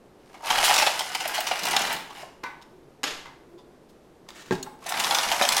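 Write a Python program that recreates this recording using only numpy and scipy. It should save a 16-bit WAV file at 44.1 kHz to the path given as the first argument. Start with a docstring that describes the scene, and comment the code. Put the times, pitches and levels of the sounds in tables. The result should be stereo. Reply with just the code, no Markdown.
"""In a bare room, a wooden venetian blind is hauled up: the cord rubs and creaks through the head rail,
while the rising bottom rail gathers slat after slat, each with a clack and a chatter.
Then the raised stack knocks, cords tap, a low hum comes and goes, and the cord lock snaps.
Fingers slide along the next cord, a hand bumps the window frame, tassels click, and a second blind goes up.
Shaped noise makes the rubbing, bursts of tiny impacts the clacks, and fading sine waves the ringing."""
import sys
import numpy as np
from scipy import signal
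from scipy.fft import rfft, irfft, next_fast_len
from scipy.io import wavfile
from scipy.ndimage import map_coordinates

SR = 44100
rng = np.random.default_rng(int(sys.argv[2]) if len(sys.argv) > 2 else 0)


def persist_wave(psi):
    """Save psi, clipped to +-1, as 16-bit WAV."""
    counts = np.round(np.clip(psi, -1, 1) * 32767).astype(np.int16)
    wavfile.write(sys.argv[1], SR, np.atleast_2d(counts).T)


N = 246959  # length [samples]
T = np.arange(SR // 2) / SR  # half a second of sample times [s]

# Levels in the tables are relative: the functions that play them may add a gain of their own.
# Two-row signals hold mid (what both ears share) and side (what differs between them).


def amp(db):
    """Decibels to gain."""
    return 10 ** (np.asarray(db) / 20)


def unit(x):
    """Scale to rms 1."""
    return x / np.sqrt(np.mean(x ** 2) + 1e-20)


def blow(x):
    """Scale a hit to rms 1 over its first 10 ms."""
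    start = x[..., :SR // 100]
    return x / np.sqrt(np.mean(start ** 2, axis=-1, keepdims=True) + 1e-20)


def noise():
    """Independent white noise for mid and side, as long as the scene."""
    return rng.standard_normal((2, N))


def add(track, s, x):
    """Mix x into the track at time s, cutting off what runs past the end."""
    part = track[:, round(s * SR):][:, :x.shape[-1]]
    part += x[..., :part.shape[1]]


def along(points, hz):
    """Read a (frequency, value) table at any frequency, on a log axis."""
    f, v = np.transpose(points)
    return np.interp(np.log(hz + 1), np.log(f + 1), v)


def effort_gain(rows):
    """Gain at every sample from (time, level) rows, silent outside them."""
    s, db = np.transpose(rows)
    return amp(np.interp(np.arange(N) / SR, s, db, left=-np.inf, right=-np.inf))


def swells(rows, attack, release):
    """Gain of (start, length, level) gestures: each rises, holds, then dies away; times in seconds."""
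    t = np.arange(N) / SR
    total = np.zeros(N)
    for s, length, db in rows:
        rise = np.clip((t - s) / attack, 0, 1)
        fall = np.exp(-np.maximum(t - s - length, 0) / release)
        total += amp(db) * rise * fall
    return total


def wobble(rate):
    """A smooth random curve with this many random points a second."""
    knots = rng.standard_normal(int(N * rate / SR) + 4)
    return map_coordinates(knots, [np.arange(N) * rate / SR])


def fade(t60):
    """A decay that loses 60 dB in t60 seconds."""
    return np.exp(-np.log(1000) * T / t60)


def colour(x, spectrum):
    """Filter x to the given spectrum without any sound before its start."""
    m = 2 * next_fast_len(x.shape[-1] // 2 + 2048)
    # folding the cepstrum forward in time makes the filter minimum-phase
    cepstrum = irfft(np.log(amp(along(spectrum, np.fft.rfftfreq(m, 1 / SR)))))
    cepstrum[1:m // 2] *= 2
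    cepstrum[m // 2 + 1:] = 0
    return irfft(rfft(x, m) * np.exp(rfft(cepstrum)), m)[..., :x.shape[-1]]


def resonate(x, hz, q):
    """Let through one narrow resonance; a higher q is narrower."""
    return signal.lfilter(*signal.iirpeak(hz, q, fs=SR), x)


def grains(rate, spread_db, t60):
    """A random crowd of tiny contacts, rate a second and uneven in size, rms 1."""
    sizes = amp(spread_db * np.clip(rng.standard_normal(N), -2, 2))
    strikes = (rng.random(N) < rate / SR) * sizes
    energy = np.abs(signal.fftconvolve(strikes ** 2, fade(t60) ** 2)[:N])
    return unit(np.sqrt(energy) * noise())


def crack(t60, scatter_db, scatter_t60):
    """Mid and side of a short contact, with its scatter off slats, glass and frame."""
    decay = fade(t60) + amp(scatter_db) * fade(scatter_t60)
    return rng.standard_normal((2, len(T))) * decay


# how long the room rings: (frequency [Hz], time to fall 60 dB [s])
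ROOM_DECAY = [(150, 0.48), (400, 0.53), (1000, 0.62), (3000, 0.51), (7000, 0.49), (15000, 0.41)]


def fade_by_band(hz, t, build):
    """Wall echoes build up, then each frequency dies at its own speed."""
    decay = np.exp(-np.log(1000) * t / along(ROOM_DECAY, hz)[:, None])
    return decay * (1 - np.exp(-t / build))


def reverb(x, build=0.00061):
    """The room's tail: it swells at a pace of build seconds, and its pattern is new every quarter second."""
    out, hop = np.zeros((2, N)), SR // 4
    for start in range(0, N, hop):
        piece = x[:, start:start + hop]
        if np.abs(piece).max() > 1e-5:  # skip silence
            hz, t, z = signal.stft(rng.standard_normal((2, SR // 2)), SR, nperseg=256)
            tail = signal.istft(z * fade_by_band(hz, t, build), SR, nperseg=256)[1]
            tail = tail / np.linalg.norm(tail[0])
            add(out, start / SR, signal.fftconvolve(piece, tail, axes=1))
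    return out


def room(x, wet_db):
    """Direct sound plus the room's tail."""
    return x + amp(wet_db) * reverb(x)


# spectrum of the quiet room: (frequency [Hz], level [dB])
ROOM_TONE_COLOUR = [(20, -6), (65, -7.5), (90, -14.5), (138, -2.5), (165, -4.5), (290, -3.5), (360, -0.5),
                    (470, -4.5), (950, -14), (1400, -19.5), (2500, -26), (4500, -30), (13500, -39),
                    (16000, -57)]
ROOM_TONE_DB = -53.5


def room_tone():
    """The nearly steady hush of the room: coloured noise with a very slight wavering of level."""
    level = amp(ROOM_TONE_DB + 0.288 * wobble(32))
    return level * unit(colour(noise(), ROOM_TONE_COLOUR))


# effort of each pull on the cord, one curve a pull: (time [s], level [dB])
PULL_EFFORTS = [
    [(.15, -48), (.3, -31), (.41, -29.5), (.46, -6.5), (.52, -1), (.6, 4), (.72, 3), (.88, -2.5),
     (.97, -8.5), (1.1, -9.5)],
    [(1.1, -12), (1.22, -10.5), (1.6, -12), (1.69, -5), (1.94, -8), (2.04, -36), (2.12, -26.5), (2.22, -18),
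     (2.31, -66)],
    [(4.79, -39.5), (4.86, -14.5), (4.9, -9), (5.03, -4), (5.14, -5), (5.3, -6), (5.39, -5.5), (5.44, -6),
     (5.6, -1)],
]
# what each pull stirs at full effort, one row a pull:
# (slat chatter [dB], cord rasp [dB], slat sliding [dB], head rail ringing [dB])
PULL_MIX = [(-33, -36, -33, -40.5), (-30, -35, -27, -35.5), (-33, -32, -28, -57)]
# spectra of chattering slats, rasping cord and sliding slats: (frequency [Hz], level [dB])
CHATTER_COLOUR = [(150, -30), (450, -6.5), (700, -29.5), (1150, -1), (2100, 2), (2650, -4), (2930, 0.5),
                  (3200, -1), (4200, -2.5), (6000, -19), (16000, -23.5)]
CORD_COLOUR = [(1500, -21.5), (3500, 2), (5500, 4.5), (8000, 0), (11000, -1.5), (14000, -7.5),
               (16000, -46.5)]
SLIDE_COLOUR = [(180, -24), (450, -14.5), (620, -5), (880, 1), (1050, -5), (1350, -6.5), (2600, -10.5),
                (8000, -39)]
# resonances of the head rail under the running cord: (frequency [Hz], width [Hz], level [dB])
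HEAD_RAIL = [(1700, 100, -7), (2900, 140, 2.5), (5060, 150, -6)]


def pulls():
    """Hanging slats chatter and slide while the cord rasps through holes and pulleys and rings the head rail."""
    mixes = [np.outer(amp(mix), effort_gain(rows)) for rows, mix in zip(PULL_EFFORTS, PULL_MIX)]
    shake, rub, slip, roll = sum(mixes)
    touches = grains(rate=150, spread_db=5, t60=.016)
    fibres = grains(rate=600, spread_db=3.5, t60=.01)
    slips = grains(rate=220, spread_db=3, t60=.035)
    chatter = shake * unit(colour(touches, CHATTER_COLOUR))
    cord = rub * unit(colour(fibres, CORD_COLOUR))
    sliding = slip * unit(colour(slips, SLIDE_COLOUR))
    rail = sum(amp(db) * resonate(fibres, hz, hz / width) for hz, width, db in HEAD_RAIL)
    return chatter + cord + sliding + roll * unit(rail)


# lesser slats jostle: contacts a second, level at full effort, its spread, spread of edge-on lean
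JOSTLE_PER_S, JOSTLE_DB, JOSTLE_SPREAD_DB, JOSTLE_EDGE_DB = 26, -36, 2, 3
# their middle flexing pitch, middle clack pitch, and length [s]
JOSTLE_HZ, JOSTLE_RING_HZ, JOSTLE_S = 860, 3000, 0.0057


def jostles():
    """Lesser slat landings at random moments of the pulls, louder where the effort is greater."""
    effort = sum(effort_gain(rows) for rows in PULL_EFFORTS)
    starts = np.flatnonzero((rng.random(N) < JOSTLE_PER_S / SR) & (effort > 0))
    rows = []
    for i, (a, b, c) in zip(starts, rng.standard_normal((len(starts), 3))):
        db = JOSTLE_DB + 20 * np.log10(effort[i]) + JOSTLE_SPREAD_DB * a
        pitch_hz, ring_hz = JOSTLE_HZ * np.exp(0.071 * c), JOSTLE_RING_HZ * np.exp(0.33 * c)
        rows.append((i / SR, db, JOSTLE_EDGE_DB * b, pitch_hz, ring_hz, JOSTLE_S))
    return rows


OWN_COLOUR_DB = 3.5  # how far one slat's resonances stand out from another's


def own_colour(count):
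    """Random peaks and dips across the spectrum: no two slats ring alike."""
    heights = OWN_COLOUR_DB * np.clip(rng.standard_normal(count), -2, 2)
    return np.column_stack([np.geomspace(1000, 16000, count), heights])


# spectra of a flexing slat (for a pitch of 800 Hz) and of its clack (for a ring of 3000 Hz):
# (frequency [Hz], level [dB])
FLEX_COLOUR = [(100, -44.5), (200, -21), (380, -15.5), (490, -15), (640, 2), (800, 7), (1080, -4.5),
               (2100, -1), (3000, 1), (4100, -5), (6000, -28.5), (11500, -28), (16000, -43)]
CLACK_COLOUR = [(200, -20.5), (800, 3), (1200, -2.5), (2100, -.5), (2650, 2.5), (3000, 7), (3400, -1),
                (4500, -8), (6500, -13), (16000, -38)]
FLEX_DB, SNAP_DB = -3, -5.5  # flexing and edge snap beside the clack of an even landing
MICRO_IMPACTS_PER_S = 9000
# a corner strikes first, with the energy of this many seconds of the burst that follows
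FIRST_TOUCH_S = .0006


def contact(clack_db, edge_db, pitch_hz, ring_hz, length, rise, scatter_db):
    """One wooden contact: a corner ticks, then the edge meets its neighbour in a burst of micro-impacts."""
    flex_db = clack_db + FLEX_DB - edge_db
    snap_db = clack_db + SNAP_DB + edge_db
    t = T[:SR // 8]
    # nearby slats and glass scatter a short tail after the burst
    tail = amp(scatter_db) * fade(9 * length + .02)[:len(t)]
    touch = (1 - np.exp(-t / rise)) * (np.exp(-(t / length) ** 2) + tail)
    moments = unit(rng.random(len(t)) < MICRO_IMPACTS_PER_S / SR)
    impacts = touch * rng.standard_normal((2, len(t))) * moments
    impacts[:, 0] += np.sqrt(FIRST_TOUCH_S * SR) * np.array([1, rng.uniform(-1, 1)])
    hit = colour(impacts, own_colour(count=48))

    # a flat landing flexes the slat; its pitch and its ring depend on where it is struck
    flexing = colour(hit, [(hz * pitch_hz / 800, db) for hz, db in FLEX_COLOUR])
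    clack = colour(hit, [(hz * ring_hz / 3000, db) for hz, db in CLACK_COLOUR])
    # the more edge-on the contact, the higher its snap reaches
    top_db = np.clip(-15.5 + 1.4 * (snap_db - clack_db), -20, 0)
    edge = colour(hit, [(5000, 0), (15000, top_db)])

    parts = [(flex_db, flexing, 1.5 * pitch_hz, "low"),
             (clack_db, clack, (1200, 5000), "band"),
             (snap_db, edge, 5000, "high")]
    total = 0
    for db, x, hz, kind in parts:
        band = signal.butter(3, hz, kind, fs=SR, output="sos")
        total = total + amp(db) * blow(signal.sosfilt(band, x))
    return total


# a slat lands on the stack: (time [s], level [dB], edge-on rather than flat [dB],
# flexing pitch [Hz], ring of the clack [Hz], length [s])
SLAT_LANDINGS = [(0.3424, -42.5, -5.5, 774, 2300, 0.021), (0.4691, -26.5, -1, 860, 2670, 0.013),
                 (0.5031, -15.5, -2, 870, 3170, 0.0079), (0.51, -18.5, -5, 850, 3000, 0.0046),
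                 (0.536, -28, 0, 850, 3050, 0.0093), (0.5803, -17.5, -2.5, 850, 3000, 0.012),
                 (0.632, -25, -11.5, 766, 2970, 0.0025), (0.6446, -18.5, 7.5, 790, 3200, 0.025),
                 (0.682, -22.5, 6, 790, 3000, 0.017), (0.696, -18, -7.5, 804, 2850, 0.0061),
                 (0.709, -17, -7, 780, 2840, 0.005), (0.716, -25.5, -6, 756, 2900, 0.0036),
                 (0.74, -18, 5.5, 796, 3500, 0.011), (0.761, -22, 5, 770, 2970, 0.005),
                 (0.766, -18, -1, 805, 2500, 0.0025), (0.7793, -16, 4.5, 764, 2440, 0.023),
                 (0.799, -29, -1, 830, 2530, 0.006), (0.822, -15.5, -3.5, 760, 2700, 0.01),
                 (0.8651, -14.5, -2, 743, 3160, 0.013), (0.9924, -21.5, 4, 875, 3180, 0.0071),
                 (1.007, -23.5, -4, 820, 3140, 0.0047), (1.149, -20, 1, 805, 2960, 0.0087),
                 (1.203, -26.5, 2, 990, 2720, 0.017), (1.2551, -26.5, -7, 713, 3200, 0.0073),
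                 (1.277, -34.5, 14.5, 645, 2540, 0.01), (1.342, -28.5, 6, 1010, 2810, 0.029),
                 (1.3792, -24.5, -5.5, 820, 4300, 0.014), (1.405, -26.5, 10.5, 960, 2900, 0.0056),
                 (1.4683, -23.5, 4, 950, 2660, 0.02), (1.5115, -20.5, -6.5, 708, 2900, 0.012),
                 (1.591, -28.5, 5.5, 910, 2880, 0.0096), (1.633, -28, 6.5, 900, 3760, 0.0097),
                 (1.653, -27, 8.5, 1010, 2720, 0.0065), (1.6683, -22, -0.5, 785, 3070, 0.0096),
                 (1.685, -31, 9, 910, 2840, 0.004), (1.709, -26, 7.5, 875, 2870, 0.014),
                 (1.7334, -27, -9.5, 910, 2730, 0.008), (1.751, -36, -17, 875, 3590, 0.0092),
                 (1.7647, -13, 0, 860, 3530, 0.0054), (1.792, -25.5, 3, 900, 2950, 0.0044),
                 (1.817, -27.5, 7, 920, 2820, 0.0091), (1.87, -28.5, 2, 770, 3330, 0.008),
                 (1.905, -28.5, -4, 850, 2800, 0.012), (1.926, -36.5, 15.5, 920, 2750, 0.014),
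                 (2.1055, -39, -7.5, 985, 3040, 0.0066), (2.23, -55.5, -26.5, 710, 2700, 0.0064),
                 (4.865, -32.5, 6, 810, 4080, 0.008), (4.888, -33.5, 12.5, 935, 2880, 0.017),
                 (4.9219, -24, -5.5, 894, 2900, 0.0026), (4.97, -27.5, -3, 990, 2900, 0.016),
                 (4.9992, -20, 5, 775, 2960, 0.0089), (5.01, -28, -3, 910, 2870, 0.0059),
                 (5.0385, -25, 1, 990, 3570, 0.006), (5.045, -19, -0.5, 970, 3570, 0.0024),
                 (5.104, -41, 7, 900, 3430, 0.0034), (5.1099, -17, -3, 904, 3420, 0.00061),
                 (5.1471, -15.5, 2, 960, 3350, 0.0079), (5.186, -20, 3.5, 960, 3490, 0.0058),
                 (5.231, -22.5, -1, 850, 2800, 0.021), (5.287, -24, 1.5, 840, 2480, 0.0041),
                 (5.3163, -17.5, -2.5, 790, 3230, 0.0054), (5.323, -22.5, 3.5, 786, 2990, 0.0031),
                 (5.3341, -30, -6, 850, 2930, 0.0023), (5.4125, -15.5, -6, 790, 2350, 0.0033),
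                 (5.421, -17, 1.5, 730, 3500, 0.017), (5.437, -29, -6, 697, 3350, 0.0062),
                 (5.4512, -19, 1.5, 760, 3300, 0.0043), (5.4892, -17.5, 7, 907, 3400, 0.0035),
                 (5.522, -21.5, 8, 890, 3080, 0.0093), (5.5664, -19, 7.5, 745, 3470, 0.0053),
                 (5.579, -21.5, 6, 700, 3600, 0.0056)]
RISE_SHARE = 0.019  # part of a landing's length that the edge takes to bed in


def slats():
    """The bottom rail picks up slat after slat: a square landing ticks, a slanting one clatters for longer."""
    out = np.zeros((2, N))
    for s, db, edge_db, pitch_hz, ring_hz, length in list(SLAT_LANDINGS) + jostles():
        landing = contact(db, edge_db, pitch_hz, ring_hz, length, RISE_SHARE * length, scatter_db=-7)
        add(out, s, landing)
    return amp(-6.0) * out


# the cord creaks as it takes up load: (time [s], level [dB], pitch [Hz])
CORD_CREAKS = [(0.404, -41.5, 925), (.43, -35, 895), (2.451, -43, 2370), (2.461, -42, 2040),
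               (4.264, -60, 1070), (4.662, -41, 845), (4.659, -51.5, 1010), (4.823, -44, 955)]


def creaks():
    """A short rub of the taut cord sings in one narrow slat resonance."""
    out = np.zeros((2, N))
    for s, db, hz in CORD_CREAKS:
        rub = crack(t60=0.036, scatter_db=-32.0, scatter_t60=.15) * (1 - np.exp(-T / 0.0073))
        add(out, s, amp(db - 3) * blow(resonate(rub, hz, 13)))
    return out


# air stirred at the microphone by the swinging arm: (time [s], length [s], level [dB])
ARM_SWINGS = [(.49, 0.19, -50.5), (1.68, 0.27, -58.5), (3.09, 0.14, -53.5), (4.5, 0.061, -50),
              (5.22, 0.056, -51), (5.45, .15, -62)]
# spectrum of the puffs: (frequency [Hz], level [dB])
PUFF_COLOUR = [(15, 2.5), (32, -2), (60, -7), (110, -18.5), (500, -59)]


def draught():
    """The swinging arm sends soft puffs of air to the microphone: swells of very low noise."""
    gusts = swells(ARM_SWINGS, attack=0.041, release=0.074)
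    return gusts * unit(colour(noise(), PUFF_COLOUR))


# the loaded pulleys rumble in the head rail: (time [s], length [s], level [dB])
PULLEY_LOADS = [(.5, 0.36, -53), (1.61, 0.073, -42.5), (1.72, 0.24, -46), (4.92, 0.15, -46.5),
                (5.25, 0.46, -48.5)]
# spectrum of the rumble: (frequency [Hz], level [dB])
RUMBLE_COLOUR = [(70, -39), (130, -7.5), (180, -0.5), (260, -4), (450, -4.5), (900, -49), (4000, -59)]


def pulleys():
    """The head rail rumbles under the weight of the blind: a crowd of small low contacts."""
    load = swells(PULLEY_LOADS, attack=0.024, release=0.087)
    turning = grains(rate=340, spread_db=1, t60=0.051)
    return amp(-2.0) * load * unit(colour(turning, RUMBLE_COLOUR))


def blows(rows, spectrum, t60, push_db, scatter_db, wet_db, build):
    """Hard blows: a sharp push and a short crack arrive directly while the impact fills the room evenly."""
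    direct, impacts = np.zeros((2, N)), np.zeros((2, N))
    impact = blow(colour(np.array([T == 0, T == 0], float), spectrum))
    push = amp(push_db) * impact * [[1], [0]]  # mid only
    for s, db in rows:
        snap = blow(colour(crack(t60, scatter_db, scatter_t60=0.16), spectrum))
        add(direct, s, amp(db) * (push + snap))
        add(impacts, s, amp(db) * impact)
    return direct + amp(wet_db) * reverb(impacts, build)


RING_FLUTTER_DB, RING_FLUTTER_PER_S = 3, 55  # size of the flutter, and its random points a second


def ringing(rows, modes):
    """Each blow rings the body's modes at new strengths; loose joints make every mode flutter as it dies."""
    out, knots = np.zeros((2, N)), np.arange(0, T[-1], 1 / RING_FLUTTER_PER_S)
    for s, db in rows:
        ring = np.zeros((2, len(T)))
        for hz, level, life in modes:
            flutter, drift = (np.interp(T, knots, k) for k in rng.standard_normal((2, len(knots))))
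            strength = amp(level + RING_FLUTTER_DB * np.clip(flutter, -2, 2))
            phase = 2 * np.pi * (hz * T + rng.random((2, 1))) + .5 * drift
            ring += strength * fade(life) * np.sin(phase)
        add(out, s, amp(db) * blow(ring * (1 - np.exp(-T / 0.0019))))
    return out


# the raised stack swings against the frame: (time [s], level [dB])
STACK_KNOCKS = [(2.434, -27.5), (2.4375, -19), (2.457, -36), (3.257, -29.5), (3.268, -34.5)]
# spectrum of a knock: (frequency [Hz], level [dB])
KNOCK_COLOUR = [(100, -24), (200, -3.5), (550, -11), (900, 3), (1400, -6), (1800, -4), (2100, -9.5),
                (2700, -12.5), (4200, -16.5), (7000, -29), (15000, -36)]
# ringing of the stack: (frequency [Hz], level [dB], time to fall 60 dB [s])
STACK_MODES = [(707, -11, 0.4), (873, -6, .26), (935, 3, 0.23), (1010, -1, 0.34), (1163, 0.5, 0.15),
               (1505, 4.5, .12), (1545, -4, 0.18), (1730, -12.5, .24), (2070, 1, 0.17), (3830, -8.5, .18),
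               (4450, -14, 0.14), (5260, -12, .12), (5852, -11, 0.084), (6720, -17, 0.091)]


def stack():
    """The gathered slats knock and ring as the first blind comes to rest."""
    knocks = blows(STACK_KNOCKS, KNOCK_COLOUR, t60=0.019, push_db=-9, scatter_db=-13, wet_db=-3, build=0.016)
    return amp(-14) * knocks + amp(-18) * room(ringing(STACK_KNOCKS, STACK_MODES), wet_db=-6.5)


# light taps of cord and tassels: (time [s], level [dB], edge-on rather than flat [dB], length [s])
LIGHT_TAPS = [(2.616, -57, -5, .00065), (2.621, -53, 2.5, 0.012), (3.58, -60, -3, 0.026),
              (3.89, -67, 7, 0.02), (4.2887, -45.5, 1, 0.001), (4.305, -48.5, 0, 0.0018),
              (4.419, -51, 2, 0.0081), (4.524, -44, -1, .007), (4.551, -46.5, 2.5, 0.0063),
              (4.628, -45.5, 10.5, 0.005)]


def taps():
    """Loose cords and tassels touch slats and frame."""
    out = np.zeros((2, N))
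    for s, db, edge_db, length in LIGHT_TAPS:
        add(out, s, contact(db, edge_db, 960, 3500, length, rise=length / 6, scatter_db=-26))
    return out


# a low hum from outside comes and goes: (time [s], length [s], level [dB])
HUM_SWELLS = [(2.66, 0.11, -54), (3.43, 0.14, -52), (4.0, 0.12, -60)]
# spectrum of the hum: (frequency [Hz], level [dB])
HUM_COLOUR = [(200, -45), (300, -29), (340, -4.5), (385, -7.5), (430, -32), (700, -58)]


def hum():
    """A narrow low hum swells faintly through the glass."""
    return swells(HUM_SWELLS, attack=0.077, release=0.049) * unit(colour(noise(), HUM_COLOUR))


# the cord lock bites and rebounds: (time [s], level [dB])
LOCK_SNAPS = [(3.0327, -18.5), (3.0394, -14.5), (3.077, -23), (3.108, -26), (3.175, -36)]
# spectrum of a snap: (frequency [Hz], level [dB])
LOCK_COLOUR = [(60, -44), (130, -10), (220, -1), (420, 3), (650, 1.5), (950, 0.5), (1700, 3), (3200, 4.5),
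               (5000, -0.5), (7000, -6), (9500, -14), (12500, -14), (16000, -59)]
# ringing of the lock's metal catch: (frequency [Hz], level [dB], time to fall 60 dB [s])
CATCH_MODES = [(813, -3, 0.063), (1150, -1, 0.055), (1656, -2, 0.065), (3070, -9, 0.047), (3400, -4, .05),
               (3880, -14, .06), (5240, -4, .06), (6670, 0, 0.031), (7000, -9, .05), (11700, -6, .02)]


def lock():
    """The lock snaps twice up in the head rail and chatters briefly; its metal rings, and the room rings on."""
    snaps = blows(LOCK_SNAPS, LOCK_COLOUR, t60=.022, push_db=-6, scatter_db=-8, wet_db=0.5, build=0.011)
    return amp(-12) * snaps + amp(-16.0) * room(ringing(LOCK_SNAPS, CATCH_MODES), wet_db=-8)


# fingers slide along the cord: (time [s], length [s], level [dB])
FINGER_SLIDES = [(4.28, 0.014, -47.5), (4.34, 0.075, -51), (4.45, 0.043, -54.5), (4.51, 0.024, -43)]
# spectrum of the rustle: (frequency [Hz], level [dB])
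RUSTLE_COLOUR = [(500, 1.5), (1500, 8), (4000, 2), (7000, 0), (10000, -9.5), (15000, -14.5)]


def fingers():
    """The cord rustles finely in the hand."""
    grip = swells(FINGER_SLIDES, attack=0.012, release=0.016)
    fibres = grains(rate=1500, spread_db=3, t60=.015)
    return amp(1.5) * grip * unit(colour(fibres, RUSTLE_COLOUR))


# the hand bumps the frame: (time [s], level [dB])
HAND_BUMPS = [(4.5095, -14.5), (4.517, -27.5)]
# spectrum of a bump: (frequency [Hz], level [dB])
BUMP_COLOUR = [(50, -35), (100, -2), (160, 2.5), (250, 2), (390, 3.5), (520, -6), (700, -7), (870, -0.5),
               (1200, -9), (1400, -15), (1650, -10), (2150, -17.5), (4200, -25), (7000, -32), (14000, -53)]
# ringing of the frame: (frequency [Hz], level [dB], time to fall 60 dB [s])
FRAME_MODES = [(136, -3.5, 0.15), (178, 0.5, 0.18), (264.4, -5, 0.49), (365, 4, 0.15), (381, -9, 0.56),
               (438, -6, 0.23), (643, -8, 0.23), (850, -4, 0.11), (1340, -16, 0.13), (1626, -1, 0.11),
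               (1800, -12.5, .22)]


def frame():
    """The window frame thumps under the hand and rings in a few separate, mostly low modes."""
    thump = blows(HAND_BUMPS, BUMP_COLOUR, t60=0.035, push_db=1, scatter_db=3, wet_db=-2, build=0.00091)
    return amp(-12.5) * thump + amp(-11.0) * room(ringing(HAND_BUMPS, FRAME_MODES), wet_db=-11.5)


# the cord's tassels click together in the hand: (time [s], level [dB])
TASSEL_CLINKS = [(4.628, -35)]
# ringing of a tassel: (frequency [Hz], level [dB], time to fall 60 dB [s])
TASSEL_MODES = [(2850, -9, .03), (4220, 2, 0.028), (4440, -2, .03), (5930, 0, 0.026), (6700, 3, .028),
                (7140, 0, 0.032)]


def tassels():
    """Two small wooden tassels meet with a bright, short ring."""
    return ringing(TASSEL_CLINKS, TASSEL_MODES)


# how much of the side signal is kept: (frequency [Hz], level [dB])
STEREO_WIDTH = [(60, -32), (200, -27.5), (600, -24.5), (1200, -17), (2300, -11), (4400, -3.5), (8000, 1),
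                (15000, 0)]


def scene():
    """Two close microphone ports share the bass and differ in the treble."""
    clacks = slats() + taps()
    rubbing = pulls() + fingers() + creaks()
    echo = reverb(amp(-7.0) * clacks + amp(-2) * rubbing)
    blinds = clacks + rubbing + echo + pulleys()
    knocks = stack() + lock() + frame() + tassels()
    surroundings = room_tone() + draught() + hum()
    mid, side = blinds + knocks + surroundings
    side = colour(side, STEREO_WIDTH)
    return np.array([mid + side, mid - side])


TOP_HZ = 16300  # middle of the slope that ends the treble


def record(dry):
    """Nothing is kept above the band limit, which slopes off over 600 Hz."""
    m = next_fast_len(N + SR // 2)
    passed = np.clip((TOP_HZ - np.fft.rfftfreq(m, 1 / SR)) / 600 + .5, 0, 1)
    return irfft(rfft(dry, m) * np.sin(np.pi / 2 * passed) ** 2, m)[:, :N]


dry = scene()
out = record(dry)
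persist_wave(out)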